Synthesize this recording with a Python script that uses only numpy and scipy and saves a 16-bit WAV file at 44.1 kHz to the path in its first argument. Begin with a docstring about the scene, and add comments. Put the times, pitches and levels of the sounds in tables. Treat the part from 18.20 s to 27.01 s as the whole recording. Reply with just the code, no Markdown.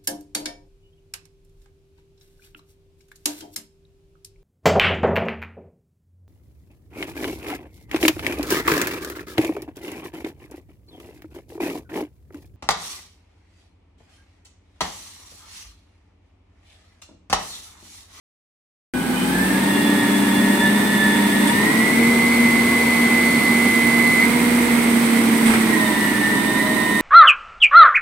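"""A garbage truck works its hydraulics in a narrow street, the house fronts throwing the sound back.
After a beat of silence its six-cylinder diesel roars in; fan hum, pump hum and gear whine ride on the
crank speed, pump and gears swelling as they cross resonances, with soft thuds and brief squeals.
Near 3.3 s air spurts and the engine revs up. At 6 s the load lets go: teeth knock, the whine ducks,
the rattle deepens. Near 7.3 s air spurts and steel clanks; then the load bites and the revs sink."""
import sys
import numpy as np
from scipy import signal
from scipy.fft import rfft, irfft
from scipy.io import wavfile
from scipy.ndimage import uniform_filter1d

SR = 44100
rng = np.random.default_rng(int(sys.argv[2]) if len(sys.argv) > 2 else 0)


def store_pcm(level_fs):
    """Save levels as 16-bit WAV."""
    pcm = np.round(np.clip(level_fs, -1, 1) * 32767).astype(np.int16)
    wavfile.write(sys.argv[1], SR, np.atleast_2d(pcm).T)


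N = 388521
TIME, BINS_HZ = np.arange(N) / SR, np.fft.rfftfreq(N, 1 / SR)
FIRING, RIPPLE, MESH, BELT = 3, 14, 83, 44.82  # cycles per crank turn
LOW_SPEED, FULL_SPEED = 21, 24.5  # crank turns per second
LET_GO_S, TAKE_HOLD_S = 6.07, 7.49  # cues for the hydraulic load


def gain_of(db):
    """Decibels to amplitude."""
    return 10 ** (np.asarray(db) / 20)


def unit_rms(x):
    """Scales to rms 1."""
    return x / np.sqrt(np.mean(abs(x) ** 2) + 1e-20)


def envelope(points):
    """Breakpoints in time, joined into one value per sample."""
    return np.interp(TIME, *np.transpose(points))


def curve_at(points, hz=BINS_HZ):
    """Reads a curve along a log-frequency axis."""
    f, value = np.transpose(points)
    return np.interp(np.log(hz + 1), np.log(f + 1), value)


def trailing(x, lag_s):
    """Follows a control with a lag."""
    keep = np.exp(-1 / (lag_s * SR))
    return x[0] + signal.lfilter([1 - keep], [1, -keep], x - x[0])


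def flutter(width_hz):
    """A complex random wobble of rms 1, about width_hz fast."""
    hop = 64
    frames = N // hop + 2
    hz = np.fft.fftfreq(frames, hop / SR)
    wobble = np.fft.ifft((rng.standard_normal((frames, 2)) @ [1, 1j]) / (1 + (hz / width_hz) ** 2))
    return np.interp(TIME, np.linspace(0, TIME[-1], frames), unit_rms(wobble))


def tone(cycles, db, rough, width_hz, spread):
    """A machine tone with a noisy skirt; the share 'spread' of the skirt differs left and right."""
    centre = np.sqrt(1 - spread) * flutter(width_hz)
    sides = np.sqrt(spread) * np.array([flutter(width_hz), flutter(width_hz)])
    wave = (1 + rough * (centre + sides)) * np.exp(2j * np.pi * cycles)
    return gain_of(db) * np.sqrt(2 / (1 + rough ** 2)) * wave.real


# Stereo image of the noise: f/Hz, left-right correlation (capped at 1)
CORRELATION = [(25, 0.95), (70, 0.975), (150, 1.2), (280, 0.8), (500, 0.68), (1000, 0.29), (2000, -0.14),
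               (4000, 0), (9000, -0.05)]
def noise(spectrum):
    """Coloured stereo noise of rms 1, centred in the bass and wide in the treble."""
    common, other = rfft(rng.standard_normal((2, N)))
    alike = np.clip(curve_at(CORRELATION), -1, 1)
    pair = np.array([common, alike * common + np.sqrt(1 - alike ** 2) * other])
    return unit_rms(irfft(pair * gain_of(curve_at(spectrum)), N))


# The revs, as the crank's rate of turning: t/s, f/Hz
REVS = [(0.9, 18.06), (1.03, 18.25), (1.28, 19.95), (1.5, 20.69), (1.8, 20.78), (2.08, 20.64), (2.6, 21.2),
        (3.08, 20.88), (3.28, 20.85), (3.52, 23.25), (3.85, 24.54), (4.05, 24.67), (4.6, 24.52),
        (6.0, 24.51), (6.15, 25.0), (6.3, 25.0), (6.9, 24.04), (7.44, 23.3), (7.7, 21.99), (7.93, 21.42),
        (8.45, 22.3), (8.8, 22.2)]
def crankshaft():
    """The master clock of the machine tones: turns so far, and turns per second."""
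    speed = envelope(REVS)
    return np.cumsum(speed) / SR, speed


def strain(speed):
    """How fast the revs are changing, smoothed, in turns per second per second."""
    return uniform_filter1d(abs(np.gradient(speed)) * SR, 8000)


def slack(release_s=0.044, grip_s=0.099):
    """0 while the hydraulics load the drive, 1 while it runs free."""
    released = np.clip((TIME - LET_GO_S) / release_s + .5, 0, 1)
    return released * np.clip((TAKE_HOLD_S - TIME) / grip_s + .5, 0, 1)


# The exhaust pipe's voicing of the firing tone: f/Hz, level/dB
EXHAUST_EQ = [(54, -47), (59, -37), (62, -50), (66.5, -49), (69.5, -62), (72, -51), (74, -43)]
# Upper engine orders: cycles per crank turn, level/dB at peak revs
ENGINE_ORDERS = [(6, -43.5), (9, -37), (16, -46), (39, -41.5), (48, -46), (127.8, -48)]
# Where the drive drones: crank f/Hz, level/dB
DRONE_BY_REVS = [(18, -52), (19.8, -48), (20.8, -27.5), (22, -34.5), (24, -32), (24.5, -42)]
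def engine_tones(crank, speed):
    """The diesel's pitched body: firing tone, orders that grow with the revs, a two-note drone."""
    exhaust_db = curve_at(EXHAUST_EQ, FIRING * speed)
    firing = tone(FIRING * crank, exhaust_db, rough=0.084, width_hz=4, spread=.05)
    revs_db = 1.9 * (speed - speed.max())
    orders = sum(tone(k * crank, db + revs_db, rough=0.88, width_hz=1.9, spread=0.49)
                 for k, db in ENGINE_ORDERS)
    drone_db = curve_at(DRONE_BY_REVS, speed)
    drone = tone(11.15 * crank, drone_db, rough=0.31, width_hz=5.9, spread=0.083)
    drone += tone(12.25 * crank, drone_db - 2.5, rough=0.59, width_hz=3.4, spread=0.11)
    return firing + orders + drone


# How hard the diesel burns: t/s, relative level/dB
EFFORT_RIDE = [(0.74, -7.5), (1.0, -3), (1.3, -1.3), (2.8, -0.5), (3.5, 0.4), (5.5, 0.4), (7.4, 0.1),
               (8.1, -1.5), (8.8, -2.5)]
# Colours of rushing air, combustion roar and hiss: f/Hz, relative level/dB
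AIR_EQ = [(20, -38), (45, -29), (85, -19), (120, -11), (170, -5), (220, 1.5), (280, -1), (400, -6),
          (550, -17.5), (1000, -29.5), (3000, -92)]
ROAR_EQ = [(200, -27), (520, -1), (720, 1.5), (920, 4), (1150, 1), (1500, 0.5), (2000, 0), (2700, -4.5),
           (3500, -5.5), (4400, -9), (5200, -16), (7300, -25), (12000, -45)]
HISS_EQ = [(2000, -14.5), (5000, -9.5), (7000, -9.5), (7600, -8), (8100, 3), (8700, -2.5), (9300, -2),
           (10200, -7), (11600, -6), (13200, -8.5), (15800, -13)]
def engine_roar(crank, speed):
    """Air, combustion and hiss follow the effort; the air gusts as the revs climb."""
    effort_db = envelope(EFFORT_RIDE)
    surge = trailing(np.maximum(np.gradient(speed) * SR, 0), lag_s=0.23)
    throb = 1 + 0.073 * np.cos(2 * np.pi * FIRING * crank)
    air = gain_of(-24 + 0.36 * effort_db + 0.34 * surge) * noise(AIR_EQ)
    roar = gain_of(-26 + effort_db) * throb * noise(ROAR_EQ)
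    hiss = gain_of(-29 + 1.03 * effort_db) * (1 + 0.13 * flutter(120).real) * noise(HISS_EQ)
    return air + roar + hiss


# Fader ride of the fan hum: t/s, level/dB
FAN_RIDE = [(0.74, -33), (1.0, -31.5), (1.25, -23), (2.7, -21.5), (3.5, -23), (3.9, -18), (5.2, -21.5),
            (6.0, -23), (6.3, -17.5), (7.4, -19.5), (7.7, -24.5), (8.8, -32)]
def fan(speed):
    """Blades chop the air into a hum and its octave; the fan trails the crank and slips on its clutch."""
    db = envelope(FAN_RIDE)
    driven = trailing(speed, lag_s=.06)
    passes_per_turn = np.interp(driven, [LOW_SPEED, FULL_SPEED], [9.725, 9.59])
    passes = np.cumsum(driven * passes_per_turn) / SR
    hum = tone(passes, db, rough=0.27, width_hz=13, spread=0.2)
    return hum + tone(2 * passes, -35.5 + 0.65 * (db + 21.5), rough=.5, width_hz=13, spread=0.44)


def resonance_db(modes, hz):
    """Level of a tone as its pitch sweeps through a set of resonances."""
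    return 10 * np.log10(sum(gain_of(db) ** 2 / (1 + (2 * (hz - f) / width) ** 2)
                             for f, width, db in modes))


# Resonances the pump sweeps through: f/Hz, width/Hz, level/dB
PUMP_PEAKS = [(256, 24, -23.5), (290.7, 4.5, -23.5), (318, 3.8, -21), (589, 14, -36.5), (626, 16, -34.5),
              (700, 47, -45.5), (892, 35, -41), (970, 25, -41)]
def pump(crank, speed, slack_db):
    """Pressure ripple in the oil hums through the body in three harmonics, the higher ones rougher."""
    duck_db = slack_db * slack()
    return sum(tone(k * RIPPLE * crank, resonance_db(PUMP_PEAKS, k * RIPPLE * speed) + duck_db,
                    rough=0.36 * k, width_hz=5, spread=0.88) for k in (1, 2, 3))


def pressure_db(peak_db=4.5, climb_s=0.26, bite_s=.12):
    """Pressure climbs as the ram nears the end of its stroke, and jumps as the load takes hold again."""
    climb = np.exp(-abs(TIME - LET_GO_S) / climb_s) * (TIME < LET_GO_S)
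    bite = np.exp(-abs(TIME - TAKE_HOLD_S) / bite_s) * (TIME > TAKE_HOLD_S)
    return peak_db * (climb + bite)


# Resonances the gear whine and its octave sweep through: f/Hz, width/Hz, level/dB
GEAR_PEAKS = [(1500, 30, -39), (1624, 32, -29), (1724, 1.4, -39), (1747, 4.3, -20.5), (1795, 43, -25.5),
              (1861, 40, -25), (1922, 55, -22), (2039, 98, -21.5), (3010, 25, -47), (3440, 18, -34.5),
              (3490, 29, -32), (3676, 61, -38.5)]
def gears(crank, speed, slack_db):
    """Meshing teeth whine, clean at steady full revs, ragged otherwise; wheel runout adds sidebands."""
    load_db = pressure_db() + slack_db * slack()
    mesh_db, octave_db = (resonance_db(GEAR_PEAKS, k * MESH * speed) + load_db for k in (1, 2))
    rough = .18 + .2 * strain(speed) + .07 * np.maximum(FULL_SPEED - speed, 0)
    runout = 1 + 0.016 * np.cos(2 * np.pi * crank) + 0.022 * np.sin(2 * np.pi * 2 * FIRING * crank)
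    whine = runout * tone(MESH * crank, mesh_db, rough, width_hz=13.7, spread=0.76)
    return whine + tone(2 * MESH * crank, octave_db, rough=1, width_hz=35, spread=0.94)


# How the body radiates the accessory's whine: f/Hz, level/dB
ACCESSORY_EQ = [(800, -35), (900, -32), (945, -33), (965, -37), (995, -29.5), (1100, -39.5), (1620, -42),
                (1730, -27.5), (1850, -30.5), (1950, -27.5), (2200, -30.5), (2430, -46.5), (2850, -40.5),
                (3300, -53), (3700, -44.5), (4400, -46.5)]
def accessory(crank, speed, slack_db, waver_db):
    """A belt-driven accessory adds a thin, unsteady whine: four harmonics that drift in and out."""
    rough = 0.93 + 0.092 * strain(speed)
    whine = 0
    for k in (1, 2, 3, 4):
        db = curve_at(ACCESSORY_EQ, k * BELT * speed) + slack_db * slack() + waver_db * flutter(3.4).real
        whine += tone(k * BELT * crank, db, rough, width_hz=40, spread=0.85)
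    return whine


def casing(blows, ring_hz, t60, attack_s=0.0042):
    """Blows ring one mode of the gear casing, swelling over a few cycles."""
    t = TIME[:SR // 20]
    ring = np.sin(2 * np.pi * ring_hz * t) * gain_of(-60 * t / t60) * (1 - np.exp(-t / attack_s))
    return signal.oaconvolve(blows, ring[None] / abs(ring).max(), axes=1)[:, :N]


def rattle(crank, speed, level_db, slack_db):
    """Loose teeth clatter on the casing twice a firing: louder with revs and effort, deeper off load."""
    db = level_db + 0.88 * (speed - FULL_SPEED) + 1.55 * envelope(EFFORT_RIDE) + slack_db * slack()
    bursts = .5 + np.exp(-(2 * FIRING * crank % 1) / 0.053)
    clatter = bursts * (rng.standard_normal(N) + 0.41 * rng.standard_normal((2, N)))
    middle = casing(clatter, ring_hz=2130, t60=0.009)
    high = casing(clatter[::-1], ring_hz=2343, t60=.007)  # left and right swapped
    low = casing(bursts * rng.standard_normal((2, N)), ring_hz=1876, t60=0.0073)
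    return gain_of(db) * unit_rms(middle + gain_of(-7) * high + gain_of(-8 + 5 * slack()) * low)


def street(dry, wet_db, t60):
    """Dense stereo echoes between the house fronts, after a 12 ms pre-delay."""
    t = TIME[:SR // 2]
    tail = rng.standard_normal((2, len(t))) * gain_of(-60 * t / t60) * (t > .012)
    echoes = signal.fftconvolve(dry, tail / np.linalg.norm(tail[0]), axes=1)[:, :N]
    return (dry + gain_of(wet_db) * echoes) / np.hypot(1, gain_of(wet_db))


# Thud cues: t/s, level/dB, half length/s
THUD_CUES = [(0.76, -39, .04), (1.25, -52, 0.046), (3.45, -48, .1), (7.3, -40, .06), (7.48, -40, .04)]
# Their sub-bass colour: f/Hz, relative level/dB
THUD_EQ = [(15, -12), (38, -5), (55, -3), (120, -16), (400, -70)]
def air_thuds():
    """Soft, low puffs of air that swell and fade."""
    swells = sum(gain_of(db) * np.exp(-((TIME - s) / length) ** 2) for s, db, length in THUD_CUES)
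    return swells * noise(THUD_EQ)


# Squeal cues: t/s, half length/s, cycles per crank turn, level/dB
SQUEAL_CUES = [(0.98, .07, 134.46, -39), (1.0, .05, 166, -34), (1.24, .08, 89.64, -30),
               (5.15, .14, 179.28, -42)]
def squeals(crank):
    """Single partials of the drive's whine flare up and die away."""
    return sum(np.exp(-((TIME - s) / length) ** 2) * tone(k * crank, db, rough=1.9, width_hz=32, spread=.8)
               for s, length, k, db in SQUEAL_CUES)


# Spurt cues: t/s, level/dB, decay/s
SPURT_CUES = [(3.272, -24, 0.038), (7.258, -24, 0.078), (7.335, -38, 0.045)]
# Their bright colour: f/Hz, relative level/dB
SPURT_EQ = [(200, -8), (800, -18), (3500, 3.5), (6500, -10), (7600, 0), (8300, 9), (10000, 2), (15800, -27)]
def air_spurts(attack_s=0.00098):
    """Air escapes in short hisses with a sharp attack."""
    bursts = sum(gain_of(db) * np.clip((TIME - s) / attack_s, 0, 1) * np.exp(-abs(TIME - s) / decay)
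                 for s, db, decay in SPURT_CUES)
    return bursts * noise(SPURT_EQ)


# Hits of tooth on tooth: t/s, level/dB
KNOCK_CUES = [(5.997, -16), (6.009, -17), (6.018, -15), (6.0255, -11), (6.032, -12), (6.0385, -12),
              (6.092, -17), (6.119, -19), (6.133, -20), (6.139, -20), (6.170, -20)]
def knocks():
    """The teeth knock hard as the load lets go, ringing the casing."""
    blows = np.zeros((1, N))
    for s, db in KNOCK_CUES:
        blows[0, round(s * SR)] = gain_of(db)
    return casing(blows, ring_hz=2140, t60=.011)


# Hits from the loading gear: t/s, level/dB
CLANK_CUES = [(7.262, -26), (7.275, -29), (7.298, -23.5), (7.337, -20)]
# Colour of the steel body's many short modes: f/Hz, relative level/dB
STEEL_EQ = [(150, -7), (400, -7), (1400, 4), (2100, 4), (3600, -10), (5000, -15), (12000, -35)]
def clanks(decay_s):
    """Dull blows on the steel body, with a soft echo."""
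    blows = sum(gain_of(db) * (TIME > s) * np.exp(-abs(TIME - s) / decay_s) for s, db in CLANK_CUES)
    return street(blows * noise(STEEL_EQ), wet_db=-18, t60=0.44)


def scene():
    """The mix: engine, fan, pump and air dry, gear whine nearly dry, accessory and rattle wetter."""
    crank, speed = crankshaft()
    whine = street(gears(crank, speed, slack_db=-11.5) + squeals(crank) + knocks(), wet_db=-14, t60=.8)
    belt = accessory(crank, speed, slack_db=-16, waver_db=2)
    machinery = street(belt + rattle(crank, speed, level_db=-29.5, slack_db=1), wet_db=-6.5, t60=1)
    hum = pump(crank, speed, slack_db=-1) + fan(speed)
    diesel = engine_tones(crank, speed) + engine_roar(crank, speed)
    return whine + machinery + hum + diesel + air_spurts() + air_thuds() + clanks(decay_s=0.033)


# Stereo balance, and its extra tilt once the left side is shaded: f/Hz, left minus right level/dB
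BALANCE = [(100, -1.5), (700, 2), (1300, -2), (2400, -1.5), (4400, -2.5), (7900, -0.5), (9000, -4.5),
           (15000, -4.5)]
SHADE_TILT = [(100, 1), (250, -3), (1000, -1.5), (2400, -2), (4400, -1), (8000, -4), (15000, -2.5)]
def record(dry, start_s=0.7375, shaded_s=5.0, crossfade_s=0.8, cutoff_hz=15850):
    """The sound cuts in, low-passed and leaning right, more so once the left microphone is shaded."""
    spectra = rfft(dry) * gain_of(np.outer([.5, -.5], curve_at(BALANCE)))
    shaded = irfft(spectra * gain_of(np.outer([.5, -.5], curve_at(SHADE_TILT))), N)
    blend = np.clip((TIME - shaded_s) / crossfade_s + .5, 0, 1)
    sound = ((1 - blend) * irfft(spectra, N) + blend * shaded) * (TIME > start_s)
    lowpass = signal.firwin(801, cutoff_hz, window=("kaiser", 9), fs=SR)
    return signal.oaconvolve(sound, lowpass[None], "same", axes=1)


dry = scene()
out = record(dry)
store_pcm(out)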